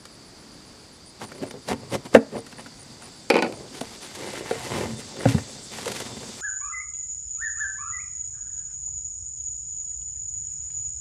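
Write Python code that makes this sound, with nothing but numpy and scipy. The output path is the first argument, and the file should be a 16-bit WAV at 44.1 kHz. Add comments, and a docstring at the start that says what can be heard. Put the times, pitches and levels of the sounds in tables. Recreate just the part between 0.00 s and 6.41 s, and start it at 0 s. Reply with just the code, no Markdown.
"""Outdoors: crickets, a buzzing katydid, a swelling cicada and far traffic (noise bands) fill the air.
Over them a cardboard box on a plastic folding table is knocked, stabbed and slit with a knife, the knife
is dropped, the box dragged and turned over, its flaps pulled; a nearer katydid files pulses. Blows and
stick-slip clicks drive damped modes; paper crackle is filtered clicks. The recorder ducks after loud blows
and limits peaks by clipping."""
import sys
import numpy as np
from scipy import signal
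from scipy.fft import rfft, irfft
from scipy.io import wavfile
from scipy.ndimage import uniform_filter1d

SR = 44100
rng = np.random.default_rng(int(sys.argv[2]) if len(sys.argv) > 2 else 0)


def voltage_ratio(decibels):
    """Convert decibels (scalar or array-like) to amplitude ratios, 20 dB per decade."""
    exponent = np.asarray(decibels, float) / 20
    return 10 ** exponent


def to_wav(s):
    """Save 16-bit WAV."""
    ch = np.atleast_2d(s).T  # columns
    pcm = np.round(np.clip(ch, -1, 1) * 32767)  # PCM
    wavfile.write(sys.argv[1], SR, pcm.astype(np.int16))


N = 282681
TIME_S = np.arange(N) / SR

# insect swells: t/s, cricket chorus level/dB, cicada level/dB
INSECTS = [(0.0, -55.5, -61.5), (1.4, -54, -58), (2.5, -53.5, -54.5), (3.7, -54, -50.5),
           (4.7, -54.5, -45.5), (5.7, -51, -43.5), (6.41, -55, -42.5)]
# cicada resonances: f/Hz, width/Hz, relative level/dB
CICADA = [(3590, 270, -6.5), (4790, 2360, -0.5), (5600, 920, -5.5), (6570, 1300, -2.5), (7560, 800, -3),
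          (8070, 2100, -3.5)]
# buzzing katydid: t/s, level/dB
FAR_KATYDID = [(0, -61.5), (3.3, -62), (5.7, -56.5), (6.41, -63)]
# its beat, slowing a little: t/s, buzzes begun/count
BUZZ_COUNT = [(-.025, 0), (1.06, 8), (2.32, 17), (3.155, 23), (3.59, 26), (5.48, 39), (6.5, 46)]
# four-pulse katydid: t/s, level/dB
NEAR_KATYDID = [(1.0584, -45.5), (1.2474, -43.5), (1.4624, -43.5), (1.6811, -43), (1.8996, -43),
                (2.139, -47), (2.367, -41), (2.5713, -42), (2.793, -41.5), (3.019, -42), (3.29, -45),
                (3.538, -44), (3.794, -43), (4.019, -41.5), (4.2647, -40.5), (4.4976, -43), (4.7404, -43),
                (4.967, -42), (5.1931, -40.5)]
# pulse starts within one call: t/s
PULSE_S = [0, .0105, .021, .0345]
# traffic and air spectrum: f/Hz, relative level/dB per Hz
AIR = [(15, -54), (25, -8), (114, -0.5), (263, 0), (714, -9.5), (2550, -17.5), (3920, -19.5), (4740, -18.5),
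       (5430, -16.5), (9840, -22), (11000, -32), (14800, -38.5), (16000, -70)]
# box standing on the table top: f/Hz, relative level struck/dB, t60/s, relative level rubbed/dB
BOX_MODES = [(89, 19.5, 0.064, 4.5), (117, 7, 0.24, -2), (127.8, -4.5, 0.43, -2.5), (152, 0, 0.15, -2),
             (174, -4, 0.1, -23), (228, 16, 0.11, 6), (273, 8.5, 0.21, -1.5), (314.8, -21, 0.25, -9),
             (369, -14, 0.081, -4), (407, -1.5, 0.069, 4.5), (456, -1, 0.17, -3), (522, 8.5, 0.034, 5),
             (582.6, -24, 0.085, -4.5), (659, -1.5, 0.06, -8), (738, 1, 0.03, 0), (873, -0.5, 0.026, -1),
             (985, -15.5, 0.023, -3.5), (1091, -13.5, 0.051, -10), (1205, -16, 0.018, -10),
             (1428, 8, 0.013, 4), (1615, 1.5, 0.018, 1), (1840, 6, 0.015, 7.5), (2036, -23, 0.022, 9),
             (2303, -8, 0.044, 0.5), (2634, 0.5, 0.018, 0), (2936, -52, 0.052, 0), (3750, -1.5, 0.016, -7)]
# table top under the knife: f/Hz, relative level/dB, t60/s
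TABLE_MODES = [(147, 0, 0.047), (214, -18, 0.11), (233, 19, 0.069), (337, 6, 0.14), (394, 7, 0.24),
               (462, 15, 0.061), (554, 14, 0.087), (654, 14.5, 0.01), (755, 12, 0.057), (876, 16.5, 0.021),
               (1030, 4.5, 0.038), (1165, -1, 0.035), (1285, -8.5, 0.036), (1468, -10.5, 0.061),
               (1704, -9, 0.025), (1920, 0.5, 0.0095), (2250, 3, 0.016), (2475, 1.5, 0.022),
               (2700, -6, 0.026), (2980, -9, 0.029), (3120, -15, 0.03), (3500, -4.5, 0.0071),
               (3980, -9, 0.018), (4200, -16, 0.016), (4520, 2, 0.0069), (5100, -9, 0.0097)]
# blows on the box: t/s, relative wall ring/dB, hardness (edges over walls)/dB,
# weight (boom over walls)/dB, relative crack/dB
KNOCKS = [(0.0534, -45, 7, -18, -31), (1.2137, -36, 5, -12, -50), (1.3174, -40, 7.5, -15, -36),
          (1.3808, -52, -8, -11, -34), (1.4317, -36, 4, -1, -53), (1.509, -49, 8, -1, -29.5),
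          (1.5374, -30.5, -25, -8, -42), (1.6851, -23.5, -3, -15, -21), (1.9403, -29.5, 3.5, -21, -26),
          (2.0522, -44, -1, 4, -32), (2.1404, -24, 1, 8, -21.5), (2.147, 4, -4.5, -16, -14.5),
          (2.1568, -21.5, 10, 10, -33), (2.1619, -20, 9.5, 1.5, -22), (2.3524, -23.5, -10, -2.5, -37),
          (2.3853, -30.5, -12, -9, -30), (2.4648, -53, 13, 14, -31.5), (2.5254, -49, 14, 4, -46),
          (2.5814, -48, 16, 4.5, -45), (2.6592, -48, 15, 2, -42), (3.0214, -56, 23, -5, -45),
          (3.706, -41.5, -11, 0, -45), (3.81, -23, -4, 0, -21), (4.3327, -30, -18, -23, -27),
          (4.5084, -13.5, -8, -25, -26), (4.5529, -29.5, 0, -20, -45), (5.1658, -34.5, -3, -3, -32),
          (5.2053, -27.5, 0, -15, -42), (5.7853, -32.5, 2, -15, -26), (5.8574, -24.5, -12, -25, -22),
          (5.878, -25, -4, -18, -17), (5.8996, -44, 3, -13, -36), (5.9177, -32, -5, -22, -16.5),
          (5.9588, -38, 7, -13, -25), (6.001, -27.5, -4, -15, -20.5), (6.2291, -37.5, 8, -5, -34)]
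# turned box lands flat and rocks: t/s, wall ring/dB, hardness/dB, weight/dB, crack/dB, as KNOCKS
LANDINGS = [(5.2539, -12, -6.5, -4.5, -35), (5.2866, -36.5, 14, 6, -21), (5.3105, -58, 11, -1, -40),
            (5.3447, -19, -9, 1, -36), (5.3809, -33, 9.5, 1.5, -30)]
# knife lands and rattles to rest: t/s, wall ring/dB, hardness/dB, weight/dB, crack/dB, as KNOCKS
DROPS = [(3.3015, -4.5, 0.5, -12, -8.5), (3.3357, -23.5, -14, 6, -29), (3.3416, -17.5, 0, -25, -23),
         (3.3548, -8, -6, -28, -29), (3.3663, -18.5, 4, -18, -18.5), (3.3784, -15, -25, -6, -27),
         (3.3885, -18.5, 2, -7, -29), (3.4232, -11.5, 0, -4, -15.5), (3.4444, -19.5, -5, -25, -31),
         (3.463, -29.5, 3, 4, -44), (3.5236, -33, -5, 1, -26)]
# limits between mode groups, struck (deep boom, boom, wall, edge): f/Hz
STRUCK_EDGES_HZ = [170, 280, 1250]
# limits between mode groups, rubbed (deep boom, boom, long wall, short wall, edge): f/Hz
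RUBBED_EDGES_HZ = [170, 280, 670, 1250]
# paper crackle spectrum: f/Hz, relative level/dB per Hz
CRACKLE = [(2500, -3), (3300, -2), (4600, -3), (7000, -5.5), (9000, -6.5), (11000, -12), (13000, -19.5),
           (15500, -38)]
# blade through tape and board: start t/s, hold/s, relative level/dB, brightness/dB, weight/dB
# (the last two scaled per part by the shares below)
CUTS = [(1.215, 0.031, -41.5, 4, -5), (1.29, 0.038, -50.5, 4, -10), (1.35, 0.066, -49.5, 1, -9),
        (1.425, .015, -29.5, -12.5, -10), (1.455, 0.027, -46, -6, -9), (1.51, .005, -50, 4, -8),
        (1.555, 0.015, -45, -14, 4), (1.688, 0.03, -32, 3, -11), (1.715, 0.017, -32.5, .4, 5),
        (1.905, 0.021, -48, 7, -8), (1.93, 0.025, -28, -1, -10), (2.058, 0.0075, -40.5, 1.5, -16),
        (2.134, 0.0065, -39, 2.5, -15), (2.17, 0.015, -39.5, 0, -9), (2.32, .015, -37.5, -11, -3),
        (2.347, 0.035, -29.5, -15, -8.5), (2.524, .005, -53, 14, -8), (2.598, .008, -49, 11.5, -5),
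        (2.666, 0.0056, -53.5, 13, -9), (3.02, 0.068, -62.5, 20.5, -2)]
# knife and box shift on the table top: start t/s, hold/s, level/dB, brightness/dB, weight/dB, as CUTS
DRAGS = [(1.12, 0.4, -63, 2, 1), (1.75, 0.25, -54, 0, 12.5), (2.3, 0.78, -66.5, 14, 14),
         (3.47, 0.017, -29, -25, -29), (3.52, 0.13, -45.5, -13, -2), (4.2, .09, -38.5, 5.5, -20),
         (4.31, 0.09, -38, 6.5, -21), (4.42, .03, -58, 6, 5), (4.46, 0.047, -51, 20, -3),
         (4.53, 0.13, -49.5, 15, 4.5), (4.645, 0.047, -39.5, 6.5, -5), (4.715, 0.035, -35.5, 4.5, 8),
         (4.765, 0.074, -29, -2.5, -8), (4.84, 0.023, -34.5, -6, 3), (4.885, 0.025, -44.5, 1, 12),
         (4.87, 0.055, -56, 11, .3), (4.95, 0.092, -52.5, -10, 12), (5.0, 0.011, -53, 16.5, -3),
         (5.09, 0.034, -50, 0, 5), (5.135, .06, -45.5, -8, -6), (5.2, 0.043, -38.5, -1, -11),
         (5.285, 0.0095, -42, 15, 4), (5.305, 0.02, -37, 3.5, 10.5), (5.36, 0.033, -42, 4.5, 7),
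         (5.48, 0.019, -48.5, 4, 8.5), (5.55, 0.03, -48.5, -8, 9)]
# fingers work tape and flaps: start t/s, hold/s, level/dB, brightness/dB, weight/dB, as CUTS
PULLS = [(3.745, 0.041, -45, -0.2, -9), (3.83, .13, -51, 0.5, -0.5), (4.03, 0.023, -50.5, 5.5, -7),
         (4.05, 0.072, -55.5, 7, -1), (4.155, 0.0056, -54, 12, -5), (5.73, 0.1, -52, 9, 6),
         (5.81, 0.026, -47, -3, -5), (5.855, 0.058, -40.5, 0, -5), (5.912, 0.01, -41, -4, 5),
         (5.955, 0.012, -46, 6, 0), (6.005, 0.022, -47.5, 8, 4), (6.05, 0.023, -47.5, 3, 4),
         (6.09, 0.035, -45, -7.5, 8.5), (6.16, .02, -48, -4, 12.5), (6.21, 0.088, -46.5, -5, 3.5),
         (6.32, 0.037, -56.5, 4, 3), (6.385, .03, -54, 8.5, 7)]
# per kind of stroke: rise/(dB/s), fall/(dB/s),
# [paper crackle, deep boom, boom, long wall, short wall, edge] relative level/dB
CUT_TOUCH = 820, 1060, [-21, -1.5, -0.5, -0.5, -3.5, -11]
DRAG_TOUCH = 430, 245, [-21.5, -2, -5.5, -1, -7, -9]
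PULL_TOUCH = 550, 880, [-10, -5.5, -3.5, -1, -4.5, -6]
# how far each of those six parts follows brightness, and weight: share/1
BRIGHT_SHARE = [.8, 0.071, 0.038, 0, 0.57, 0.72]
WEIGHT_SHARE = [0, 0.93, 0.74, 0.11, 0.19, 0.15]


def unit(x):
    """Scale to rms 1."""
    return x / np.sqrt(np.mean(x ** 2))


def colour(x, points):
    """Shape a spectrum by (f/Hz, level/dB) points, interpolated over log frequency."""
    hz, db = np.transpose(points)
    log_f = np.log(np.arange(N // 2 + 1) * SR / N + 1)
    return irfft(rfft(x) * voltage_ratio(np.interp(log_f, np.log(hz), db)), N)


def ring(x, hz, t60_s):
    """One damped mode: each impulse starts a decaying sine."""
    pole = np.exp(2j * np.pi * hz / SR - np.log(1000) / (t60_s * SR))
    return signal.lfilter([1], [1, -pole], x).imag


def band(hz, width_hz):
    """Noise of rms 1 through one resonance twice."""
    t60_s = np.log(1000) / (np.pi * width_hz)
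    once = ring(rng.standard_normal(N), hz, t60_s)
    return unit(ring(once, hz, t60_s))


def walk(rate_hz):
    """Slow random wander of rms 1: noise averaged twice."""
    k = int(SR / rate_hz)
    return unit(uniform_filter1d(uniform_filter1d(rng.standard_normal(N), k), k))


def low_cut(x, hz):
    """Steep high-pass."""
    return signal.sosfilt(signal.butter(4, hz, "high", fs=SR, output="sos"), x)


def fade(x, tau_s):
    """Every impulse dies away exponentially."""
    return signal.lfilter([1], [1, -np.exp(-1 / (tau_s * SR))], x)


def slips(rate_hz, spread_db):
    """Stick-slip clicks at random moments, mostly small, a few large; rms 1."""
    spreads = np.minimum(rng.exponential(size=N), 5.5)  # caps the largest slip
    size = voltage_ratio(spread_db * spreads) * rng.choice([-1, 1], N)
    return unit(size * (rng.random(N) < rate_hz / SR))


def shares(hz, db, edges_hz):
    """Group of each mode as a part column (deep boom = 2), and its amplitude share of the group's power."""
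    group = 2 + np.searchsorted(edges_hz, hz)
    total = np.sqrt([np.sum(voltage_ratio(db[group == g]) ** 2) for g in group])
    return group, voltage_ratio(db) / total


def chorus():
    """Many crickets blur into one wavering band; the cicada rasps over several resonances."""
    s, cricket_db, cicada_db = np.transpose(INSECTS)
    crickets = voltage_ratio(0.73 * walk(7.9) + 1.3 * walk(80)) * band(4710, 750)
    cicada = unit(sum(voltage_ratio(db + 1.9 * walk(41)) * band(hz, width_hz) for hz, width_hz, db in CICADA))
    cricket_gain = voltage_ratio(np.interp(TIME_S, s, cricket_db))
    cicada_gain = voltage_ratio(np.interp(TIME_S, s, cicada_db))
    return cricket_gain * crickets + cicada_gain * cicada


def far_katydid(duty=0.39):
    """Resonant noise gated on a nearly even beat."""
    beat = np.interp(TIME_S, *np.transpose(BUZZ_COUNT))
    gate = uniform_filter1d(1. * (beat % 1 < duty), int(0.012 * SR))
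    effort_db = np.interp(TIME_S, *np.transpose(FAR_KATYDID)) + 0.68 * walk(8.1) + 0.74 * walk(150)
    return gate * voltage_ratio(effort_db) * band(9830, 440)


def traffic_air(level_db=-48.5):
    """Far traffic and air: shaped noise whose level drifts."""
    return voltage_ratio(level_db + 0.7 * walk(3)) * unit(colour(rng.standard_normal(N), AIR))


def parts(rows, deep_db):
    """Blow rows as t/s, then crack, deep boom, boom, wall, edge in dB; deep_db is deep boom over boom."""
    s, wall, hard, weight, crack = np.transpose(rows)
    boom = wall + weight
    return np.transpose([s, crack, boom + deep_db, boom, wall, wall + hard])


def blows(events, modes, crack_s, chatter_s, chatter_db, contact_s, lag_s):
    """A crack opens each blow; modes follow after lag_s in a mix of their own, and loose parts chatter on."""
    events, modes = np.array(events), np.array(modes)
    at = (events[:, 0] * SR).astype(int)
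    scatter_db = 2.5 * rng.standard_normal((len(at), len(modes)))
    chatter = voltage_ratio(chatter_db) * slips(4000, 2.88) / np.sqrt(chatter_s * SR / 2)
    body = np.zeros(N)
    groups, mode_shares = shares(modes[:, 0], modes[:, 1], STRUCK_EDGES_HZ)
    for k, (group, share) in enumerate(zip(groups, mode_shares)):
        push = np.zeros(N)
        push[at + int(lag_s * SR)] = share * voltage_ratio(events[:, group] + 0.5 + scatter_db[:, k])
        side = 1 if k % 3 == 2 else -1  # modes start with opposite signs
        loose = np.roll(chatter, rng.integers(N))  # other clicks for each mode
        drive = fade(push, chatter_s) * loose + side * push
        body += ring(drive, modes[k, 0], modes[k, 2])
    contact = np.hanning(int(contact_s * SR) + 3)  # finite push rounds the first edge
    snap = np.zeros(N)
    snap[at] = voltage_ratio(events[:, 1])
    swell = uniform_filter1d(fade(snap, crack_s), int(0.0031 * SR) + 1)
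    crack = voltage_ratio(-6.5) * swell * unit(colour(slips(8000, 2.5), CRACKLE))
    return np.convolve(body, contact / contact.sum())[:N] + crack


def box_blows():
    """Knocks and landings ring the box modes."""
    hits = np.vstack([parts(KNOCKS, -15.5), parts(LANDINGS, 11.5)])
    return blows(hits, BOX_MODES, crack_s=0.005, chatter_s=0.0065, chatter_db=-1.9,
                 contact_s=0.00031, lag_s=0.0012)


def near_katydid(start_hz=9575.28, fall_hz_per_s=74880, step_db=0.7):
    """Four short sine pulses per call, each falling in pitch and step_db louder than the last."""
    out, t = np.zeros(N), np.arange(int(0.0075 * SR)) / SR
    cycles = start_hz * t - fall_hz_per_s / 2 * t ** 2
    pulse = np.sin(np.pi * t / t[-1]) * np.sin(2 * np.pi * cycles)
    for s, db in NEAR_KATYDID:
        for k, lag_s in enumerate(PULSE_S):
            i = int((s + lag_s) * SR)
            out[i:i + len(t)] += voltage_ratio(db + step_db * (k - 1.5)) * pulse
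    return out


def strokes(rows, rise_db_s, fall_db_s, touch_db):
    """Power of each part: a stroke swells, holds and dies away."""
    power = np.zeros((len(touch_db), N))
    for s, hold_s, db, bright, weight in rows:
        first = max(int((s - 60 / rise_db_s) * SR), 0)  # 60 dB down at both ends
        near = slice(first, int((s + hold_s + 60 / fall_db_s) * SR))
        t = TIME_S[near]
        shape_db = db - rise_db_s * np.maximum(s - t, 0) - fall_db_s * np.maximum(t - s - hold_s, 0)
        mix_db = np.array(touch_db) + bright * np.array(BRIGHT_SHARE) + weight * np.array(WEIGHT_SHARE)
        power[:, near] += np.outer(voltage_ratio(mix_db), voltage_ratio(shape_db)) ** 2
    return power


def rubbing(hand_t60_s=0.62, wander_db=2, wander_hz=19.6):
    """Slips shake the box, whose ring the hands shorten; the paper skin crackles on top."""
    power = strokes(CUTS, *CUT_TOUCH) + strokes(DRAGS, *DRAG_TOUCH) + strokes(PULLS, *PULL_TOUCH)
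    gains = uniform_filter1d(np.sqrt(power), int(0.0034 * SR))
    # the grip moves: each part swells and fades alone
    gains = gains * [voltage_ratio(wander_db * walk(wander_hz)) for _ in gains]
    grip = voltage_ratio(0.22 * walk(66))  # pressure comes in jerks
    shake, modes, body = grip * slips(4000, 4.0), np.array(BOX_MODES), 0
    groups, mode_shares = shares(modes[:, 0], modes[:, 3], RUBBED_EDGES_HZ)
    for (hz, _, free_t60_s, _), group, share in zip(modes, groups, mode_shares):
        t60_s = 1 / (1 / free_t60_s + 1 / hand_t60_s)
        build_up = np.sqrt(t60_s * SR / (4 * np.log(1000)))  # rms the mode reaches
        body = body + share / build_up * ring(gains[group - 1] * shake, hz, t60_s)
    crackle = voltage_ratio(14) * gains[0] * grip * unit(colour(slips(9000, 3.9), CRACKLE))
    return body + crackle


def knife_drop():
    """The falling knife rings the table-top modes and rattles to rest."""
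    return blows(parts(DROPS, -23), TABLE_MODES, crack_s=0.0022, chatter_s=0.013, chatter_db=-2.5,
                 contact_s=0.0001, lag_s=0.00028)


def yard_echo(work):
    """Faint scatter of echoes: decaying noise as impulse response, starting after 12 ms."""
    t = TIME_S[:int(0.4 * SR)]
    yard = rng.standard_normal(len(t)) * voltage_ratio(-60 * t / 0.31) * (t > 0.012)
    return voltage_ratio(-50) * signal.fftconvolve(work, yard)[:N]


def scene():
    """Hands at work with yard echoes, over insects and far traffic."""
    insects = chorus() + far_katydid() + near_katydid()
    # box and table are too small to radiate deep bass
    work = low_cut(box_blows() + rubbing(), 108.4) + low_cut(knife_drop(), 165)
    return (work + yard_echo(work) + traffic_air() + insects)[None]


def roll_off(x):
    """The treble ends steeply here."""
    return signal.sosfilt(signal.butter(12, 16340, fs=SR, output="sos"), x)


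def record(dry, top_db=-24, squeeze=0.16, release_s=0.21):
    """Gain control turns everything down after loud blows; peaks beyond full scale clip."""
    power = signal.lfilter([1 / (release_s * SR)], [1, -np.exp(-1 / (release_s * SR))], dry ** 2)
    gain = (1 + power / voltage_ratio(2 * top_db)) ** (-squeeze / 2)
    mix = np.clip(gain * dry, -1, 1)
    return roll_off(mix)


dry = scene()
out = record(dry)
to_wav(out)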